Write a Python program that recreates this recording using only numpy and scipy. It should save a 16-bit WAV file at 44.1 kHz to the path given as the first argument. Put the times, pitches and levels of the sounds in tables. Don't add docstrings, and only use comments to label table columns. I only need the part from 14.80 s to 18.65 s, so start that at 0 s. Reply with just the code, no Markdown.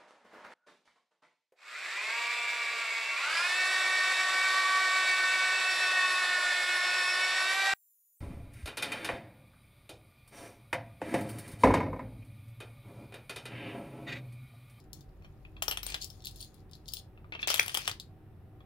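import sys
import numpy as np
from scipy import signal
from scipy.fft import rfft, irfft, next_fast_len
from scipy.io import wavfile

SR = 44100
rng = np.random.default_rng(int(sys.argv[2]) if len(sys.argv) > 2 else 0)


def store_wav(level_fs):
    pcm = np.round(np.clip(np.atleast_2d(level_fs), -1, 1) * 32767)
    wavfile.write(sys.argv[1], SR, pcm.T.astype(np.int16))


def undo_db(level):
    steps = np.asarray(level, float) / 20
    return 10 ** steps


N = 169785
TIME_S = np.arange(N) / SR
OPPOSITE = np.array([[1], [-1]])


def rms_one(x):
    return x / np.sqrt(np.mean(x ** 2) + 1e-20)


def in_time(curve):
    return np.interp(TIME_S, *np.transpose(curve), left=-120, right=-120)


def at_hz(points, hz):
    f, value = np.transpose(points)
    return np.interp(np.log(hz), np.log(f), value)


def cut(x, hz, kind):
    return signal.sosfilt(signal.butter(4, hz, kind, fs=SR, output="sos"), x)


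def ring(clicks, hz, t60):
    r = undo_db(-60 / (max(t60, .002) * SR))
    w = 2 * np.pi * hz / SR
    return signal.lfilter([0, np.sin(w)], [1, -2 * r * np.cos(w), r * r], clicks + 1e-18)


CRACK_S, RISE_S, RATTLE_S = 0.0012, .0004, 0.012
BLOW_S = .09
SHIFT_SHARE, SCATTER_DB = .06, 2.5
OFF_PITCH_DB_PER_OCTAVE = 15.5
APART_HZ = 1920


def strike(s, db, modes, t60, rattle_db, crack_s, best_hz=None):
    length = int(BLOW_S * SR)
    out = np.zeros((2, N + length))
    t = np.arange(length) / SR
    hz, level_db = np.transpose(modes)
    force = (1 - np.exp(-t / RISE_S)) * (np.exp(-t / crack_s) + undo_db(rattle_db) * np.exp(-t / RATTLE_S))
    for k, start in enumerate((s * SR).astype(int)):
        mid, side = rng.choice([-1., 1.], (2, length)) * force
        moved = np.minimum(hz * (1 + SHIFT_SHARE * rng.uniform(-1, 1, len(hz))), 16200)
        gain_db = db[k] + level_db - 17.5 + SCATTER_DB * rng.uniform(-1.09, 1, len(hz))
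        if best_hz is not None:
            moved[np.argmin(abs(hz - best_hz[k]))] = best_hz[k]
            gain_db -= OFF_PITCH_DB_PER_OCTAVE * abs(np.log2(moved / best_hz[k]))
        for f, gain in zip(moved, undo_db(gain_db)):
            width = f / (f + APART_HZ) / 2
            out[:, start:start + length] += ring(gain * (mid + width * side * OPPOSITE), f, t60)
    return out[:, :N]


# f/Hz, level/dB
COIN_EDGE = [(7800, -5.5), (8700, 0), (9700, 2), (10800, 3.5), (12000, 1), (13300, -11), (14400, 1.5),
             (15500, -1)]
EDGE_T60_S, THUD_T60_S = .0035, .01


def blows(rows, modes, t60, rattle_db, crack_s=CRACK_S, thud=True, edge=True):
    s, db, pitch, *rel = np.transpose(rows)
    body = [m for m in modes if m[0] > 1500]
    low = [m for m in modes if m[0] <= 1500]
    out = strike(s, db, body, t60, rattle_db, crack_s, pitch)
    if thud:
        out = out + strike(s, db + rel[0] + 3, low, THUD_T60_S, rattle_db - 2, crack_s)
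    if edge:
        out = out + strike(s, db + rel[-1] + 3.5, COIN_EDGE, EDGE_T60_S, rattle_db, crack_s)
    return out


SLIDE_CLICKS_PER_S, SLIDE_UNEVEN_DB = 2200, 2
PATCH_S, PATCH_DB = .025, 3.5


def slide(curve, modes, t60, edge_db):
    out = np.zeros((2, N))
    bank = [m for m in modes if m[0] > 1500] + [(hz, db + edge_db) for hz, db in COIN_EDGE]
    heights = undo_db(SLIDE_UNEVEN_DB * np.minimum(rng.exponential(1, N), 4))
    clicks = heights * (rng.random(N) < SLIDE_CLICKS_PER_S / SR)
    sizes = rng.standard_normal((2, N))
    for k, (hz, level_db) in enumerate(bank):
        patch = np.interp(TIME_S / PATCH_S, np.arange(200), rng.standard_normal(200))
        own_clicks = clicks * np.roll(sizes, 977 * k, axis=1)
        decay_s = t60 if hz < 7500 else EDGE_T60_S
        out += undo_db(level_db + PATCH_DB * patch) * ring(own_clicks, hz, decay_s)
    return rms_one(out) * undo_db(in_time(curve))


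# f/Hz, level/dB
SHELL_MODES = [(350, -14), (620, -4), (850, -4.5), (1280, -0.5), (1950, -13.5), (2500, 2.5), (3250, 5),
               (3750, -8.5), (4350, -1), (5100, 4), (5900, 3), (6900, -2)]
SHELL_T60_S = .0055
# t/s, peak level/dB, strongest f/Hz, shell thud re peak/dB, edge
# re peak/dB
LANDINGS = [
    (0.822, -22.5, 3210, -8.5, -3),
    (0.8809, -19, 5420, -8, -19),
    (0.9113, -17, 3700, -30, -11.5),
    (0.9214, -22.5, 2860, -25, -21),
    (0.9722, -24, 3330, -27, -11),
    (1.0306, -28.5, 5200, -63, -10.5),
    (1.0645, -31, 3440, -49, 0.5),
    (1.1428, -22.5, 3700, -19.5, -17.5),
            (2.6733, -19.5, 3395, -16.5, -6), (2.702, -19, 5300, -6.5, -8),
                   (2.7416, -20, 3340, -25.5, 1), (2.7588, -24.5, 3490, -17.5, -11),
                   (2.8611, -28.5, 3880, -17.5, -9), (2.8802, -22.5, 3200, -43, -10.5),
                   (2.944, -27.5, 2820, -28.5, 2), (2.9484, -20.5, 3270, -46, -9.5),
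                   (2.972, -20, 3170, -11, -4.5), (3.077, -14.5, 3060, -21.5, -12.5),
                   (3.1133, -30, 4880, -34, -16)]
# t/s, peak level/dB, strongest f/Hz, metal edge re peak/dB
SETTLES = [(0.8255, -21.5, 5470, -8.5), (1.088, -35, 4770, -20), (1.1007, -35, 4860, -5),
           (1.121, -28, 4430, -26), (1.1465, -24, 3500, -20), (2.6765, -21, 4430, -12.5),
           (2.715, -25.5, 3240, -9.5), (2.779, -27, 3200, -5.5), (2.819, -31.5, 3500, -17),
           (2.829, -27, 3270, -8), (2.894, -28, 3300, -27.5), (2.917, -37, 3700, -9),
           (3.018, -34, 3490, -23), (3.055, -30, 4440, -32), (3.069, -34, 4400, -24),
           (3.095, -26.5, 3300, -12)]
# t/s, level/dB
PILE_SLIDE = [(1.04, -59), (1.1, -42), (1.13, -49), (1.2, -62), (1.25, -99), (2.57, -97), (2.62, -44.5),
              (2.665, -77.5), (2.68, -26.5), (2.78, -40), (2.87, -55), (2.93, -47), (3.0, -45.5),
              (3.06, -49.5), (3.1, -45), (3.15, -86.5), (3.2, -101)]


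def pile():
    landings = blows(LANDINGS, SHELL_MODES, SHELL_T60_S, rattle_db=-14.0)
    settling = blows(SETTLES, SHELL_MODES, SHELL_T60_S, rattle_db=-13.5, thud=False)
    return landings + settling + slide(PILE_SLIDE, SHELL_MODES, SHELL_T60_S, edge_db=-7)


# t/s, peak level/dB, strongest f/Hz, shell thud re peak/dB, metal edge re peak/dB
HARDEST = (2.7949, -8.5, 2400, -22, -14)
# f/Hz, level/dB
WALL_MODES = [(2080, -18), (2430, -12.5)]
WALL_T60_S, FURTHER_LEFT_S = 0.015, 0.00016


def hardest_landing():
    click = np.arange(N) == int((HARDEST[0] + RISE_S) * SR)
    wall = sum(ring(undo_db(db) * click, hz, WALL_T60_S) for hz, db in WALL_MODES)
    left, right = blows([HARDEST], SHELL_MODES, SHELL_T60_S, rattle_db=-17) + wall
    return np.array([left, np.roll(right, int(FURTHER_LEFT_S * SR))])


# f/Hz, level/dB
PALM_MODES = [(2900, -15.5), (3450, -5), (3990, -7.5), (4400, -4), (5020, -2.5), (5600, -9), (6700, -3)]
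PALM_T60_S, PALM_CRACK_S = .008, 0.00077
# t/s, peak level/dB, strongest f/Hz, metal edge re peak/dB
CHINKS = [(0.1309, -31, 5300, -8), (0.2078, -39.5, 4450, -16.5), (1.2168, -22.5, 5010, -31),
          (1.2315, -24, 4600, -28.5), (1.2434, -22.5, 5100, -12), (1.3015, -31.5, 5300, -14),
          (1.4038, -40.5, 4340, -31), (1.4479, -27, 4070, -16), (1.4564, -27.5, 4270, -21),
          (1.4697, -20, 3970, -17), (1.511, -41, 4430, -5.5), (1.5594, -38.5, 4230, -7),
          (1.6096, -34.5, 4850, -10), (1.7423, -43, 3450, -9.5), (1.9124, -44, 3850, -10),
          (1.933, -34, 4100, -42), (1.9518, -38.5, 4200, -31), (2.0574, -41, 3840, -22),
          (2.0805, -29, 4700, -19), (2.1357, -17.5, 3920, -14), (3.1987, -23.5, 4250, -17.5),
          (0.001, -45.5, 5140, -13.5), (0.04, -53, 5760, -13), (0.29, -58, 4570, -20),
          (1.2075, -39.5, 4000, -24), (1.2225, -21, 5160, -21), (1.237, -38, 4650, -36),
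          (1.274, -45, 4600, -7), (1.4213, -42, 4280, -14), (1.441, -35, 4180, -26),
          (1.605, -29, 4400, -16), (1.626, -30, 4800, -15), (1.646, -39, 3550, -13),
          (1.664, -50, 4500, -19), (1.8952, -55, 3770, -17), (1.9206, -43, 3900, -20),
          (2.0858, -26, 4680, -17), (2.1217, -37, 3970, -12), (2.1686, -22.5, 3340, -19)]
# t/s, level/dB
PALM_SLIDE = [(0.132, -58), (0.27, -84), (1.19, -77), (1.215, -40), (1.26, -64), (1.35, -63.5), (1.43, -71),
              (1.47, -51), (1.53, -64.5), (1.62, -50.5), (1.7, -70.5), (1.8, -69.5), (1.9, -109),
              (1.94, -62.5), (2.03, -82), (2.09, -57), (2.2, -49), (2.23, -107)]


def palm():
    chinks = blows(CHINKS, PALM_MODES, PALM_T60_S, rattle_db=-15.0, crack_s=PALM_CRACK_S, thud=False)
    return chinks * undo_db(1.5) + slide(PALM_SLIDE, PALM_MODES, PALM_T60_S, edge_db=-6.5)


# f/Hz, level/dB
SLOT_MODES = [(650, -4.5), (1200, 0.5), (2000, -12.5), (2590, 5.5), (3280, 0), (4360, -17), (5500, -14.5),
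              (6800, -20)]
SLOT_T60_S, SLOT_HIGH_CUT_HZ, SLOT_EDGE_DB = .012, 6000, -33
# t/s, peak level/dB, strongest f/Hz, thud re peak/dB
SLOT_TAPS = [(0.422, -43, 5570, -14), (0.446, -35.5, 5530, -14), (0.6498, -51.5, 2650, -10.5),
             (0.7655, -43.5, 3360, -4), (2.375, -57, 2620, 5), (2.4432, -60, 2420, 13),
             (2.522, -32, 2520, -21.5), (2.5359, -36, 2550, -10), (2.5495, -32.5, 3080, -5.5),
             (2.5916, -34, 2540, -13.5), (2.6145, -38.5, 5500, -26), (2.62, -44.5, 3370, -13),
             (2.6288, -22.5, 3420, -23.5), (3.8047, -55.5, 3400, 5.5)]


def slot():
    s, db = np.array(SLOT_TAPS)[:, :2].T
    lips = blows(SLOT_TAPS, SLOT_MODES, SLOT_T60_S, rattle_db=-7.5, edge=False)
    rim = strike(s, db + SLOT_EDGE_DB, COIN_EDGE, EDGE_T60_S, rattle_db=-13, crack_s=CRACK_S)
    return cut(lips, SLOT_HIGH_CUT_HZ, "low") + rim


# t/s, f/Hz, level/dB, t60/s
FREE_RINGS = [(0.8812, 13230, -29, .13), (0.8812, 13414, -35, .1), (0.9116, 13320, -39, .12),
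              (0.9725, 13280, -48, .08), (1.0308, 13230, -36, .12), (1.0308, 13414, -43, .1),
              (1.1007, 8560, -45, .12), (1.16, 13230, -57, .15), (2.172, 8620, -53, .15),
              (2.795, 9453, -39, .2), (2.795, 9550, -37, .25), (2.7415, 3300, -30, .04),
              (2.885, 9520, -47, .4)]


def free_coins():
    out = np.zeros(N)
    for s, hz, db, t60 in FREE_RINGS:
        out += ring(undo_db(db) * (np.arange(N) == int(s * SR)), hz, t60)
    return out


# t/s, level/dB, f/Hz, t60/s
GLINTS = [(0.436, -64, 4400, .1), (0.6499, -43.5, 2560, 0.028), (0.825, -28, 14600, .018),
          (0.911, -30, 14800, .02), (1.0653, -16, 8630, 0.011), (1.455, -22, 11860, 0.0047),
          (1.612, -31, 9240, .02), (1.953, -42, 11700, .015), (2.085, -33.5, 12640, 0.021),
          (2.135, -29, 15100, .04), (2.741, -22.5, 8680, .01), (2.797, -5, 5830, 0.0079),
          (2.861, -28.5, 12380, .008), (2.973, -17, 10650, 0.012), (3.1138, -14, 4680, 0.0063)]


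def glints():
    out = 0
    for s, db, hz, t60 in GLINTS:
        out = out + strike(np.array([s]), [db], [(hz, 0)], t60, rattle_db=-30, crack_s=.0015, best_hz=[hz])
    return out


# f/Hz, level/dB
RIGHT_SHADE = [(200, -6.5), (700, -2.5), (2400, -1.5), (4400, -1.5), (8000, -20), (15000, -21)]
ROOM_T60_S, TREBLE_T60_SHARE, ROOM_DB, RIGHT_LAG_S = 0.21, .7, -19, .00023


def room(x):
    size = next_fast_len(N + SR)
    hz = np.arange(size // 2 + 1) * SR / size + 1
    t60 = ROOM_T60_S * (1 - (1 - TREBLE_T60_SHARE) * hz / 16000)
    wet = np.zeros((2, len(hz)), complex)
    for k, lag in enumerate(rng.uniform(.005, .022, 20)):
        loop = undo_db(-60 * lag / t60) * np.exp(-2j * np.pi * hz * lag)
        wet[k % 2] += loop / (1 - loop) * (-1) ** (k // 2)
    left = undo_db(0.5) + 0 * hz
    right = np.exp(-2j * np.pi * hz * RIGHT_LAG_S) * undo_db(-0.5 + at_hz(RIGHT_SHADE, hz))
    spectrum = rfft(x, size) * (1 + undo_db(ROOM_DB) * wet) * np.array([left, right])
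    return irfft(spectrum, size)[:, :N]


def narrow(hz, width_hz, side_db=-15):
    noise = rng.standard_normal((2, N))
    mid, side = ring(ring(noise, hz, 2.2 / width_hz), hz, 1.1 / width_hz)
    return rms_one(mid + undo_db(side_db) * side * OPPOSITE)


# f/Hz, level/dB per Hz
AIR = [(70, -6.5), (161, -18), (373, -20), (800, -28.5), (2600, -41), (6300, -58), (12000, -52),
       (16000, -41)]
AIR_DB = -53
# f/Hz, likeness
LIKENESS = [(60, .97), (240, .87), (950, .65), (3770, .2)]
# f/Hz, width/Hz, level/dB
FAN_LINES = [(94.3, 18, -58.5), (312.6, 11, -69.5), (375.6, 23, -70), (760, 19, -74.5), (148.5, 89, -58.5)]
# t/s, level/dB
THROB = [(0.0, -59), (0.5, -51), (3.85, -68)]


def background():
    air = 0
    edges = 60 * 2 ** np.arange(0, 8.3, .5)
    white = rng.standard_normal((2, 2, N))
    for k, (low, high) in enumerate(zip(edges, edges[1:])):
        band = signal.butter(2, [low, high], "band", fs=SR, output="sos")
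        mid, side = signal.sosfilt(band, white[k % 2])
        center = np.sqrt(low * high)
        alike = np.clip(at_hz(LIKENESS, center), 0, 1)
        stereo = np.sqrt(1 + alike) * mid + np.sqrt(1 - alike) * side * OPPOSITE
        air = air + undo_db(at_hz(AIR, center)) * stereo
    lines = sum(undo_db(db) * narrow(hz, width) for hz, width, db in FAN_LINES)
    throb = undo_db(in_time(THROB)) * narrow(47, width_hz=5.3)
    return undo_db(AIR_DB - 6.5) * rms_one(air) + lines + throb


def scene():
    box = cut(pile() + hardest_landing(), 380, "high")
    hand = cut(palm(), 3280, "high")
    return room(box + hand + slot() + free_coins() + glints()) + background()


def low_pass(x):
    return signal.sosfilt(signal.butter(12, 16890, fs=SR, output="sos"), x)


def record(dry):
    top_cut = signal.cheby2(10, 50, 16850, fs=SR, output="sos")
    mix = signal.sosfilt(top_cut, dry)
    return low_pass(mix)


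dry = scene()
out = record(dry)
store_wav(out)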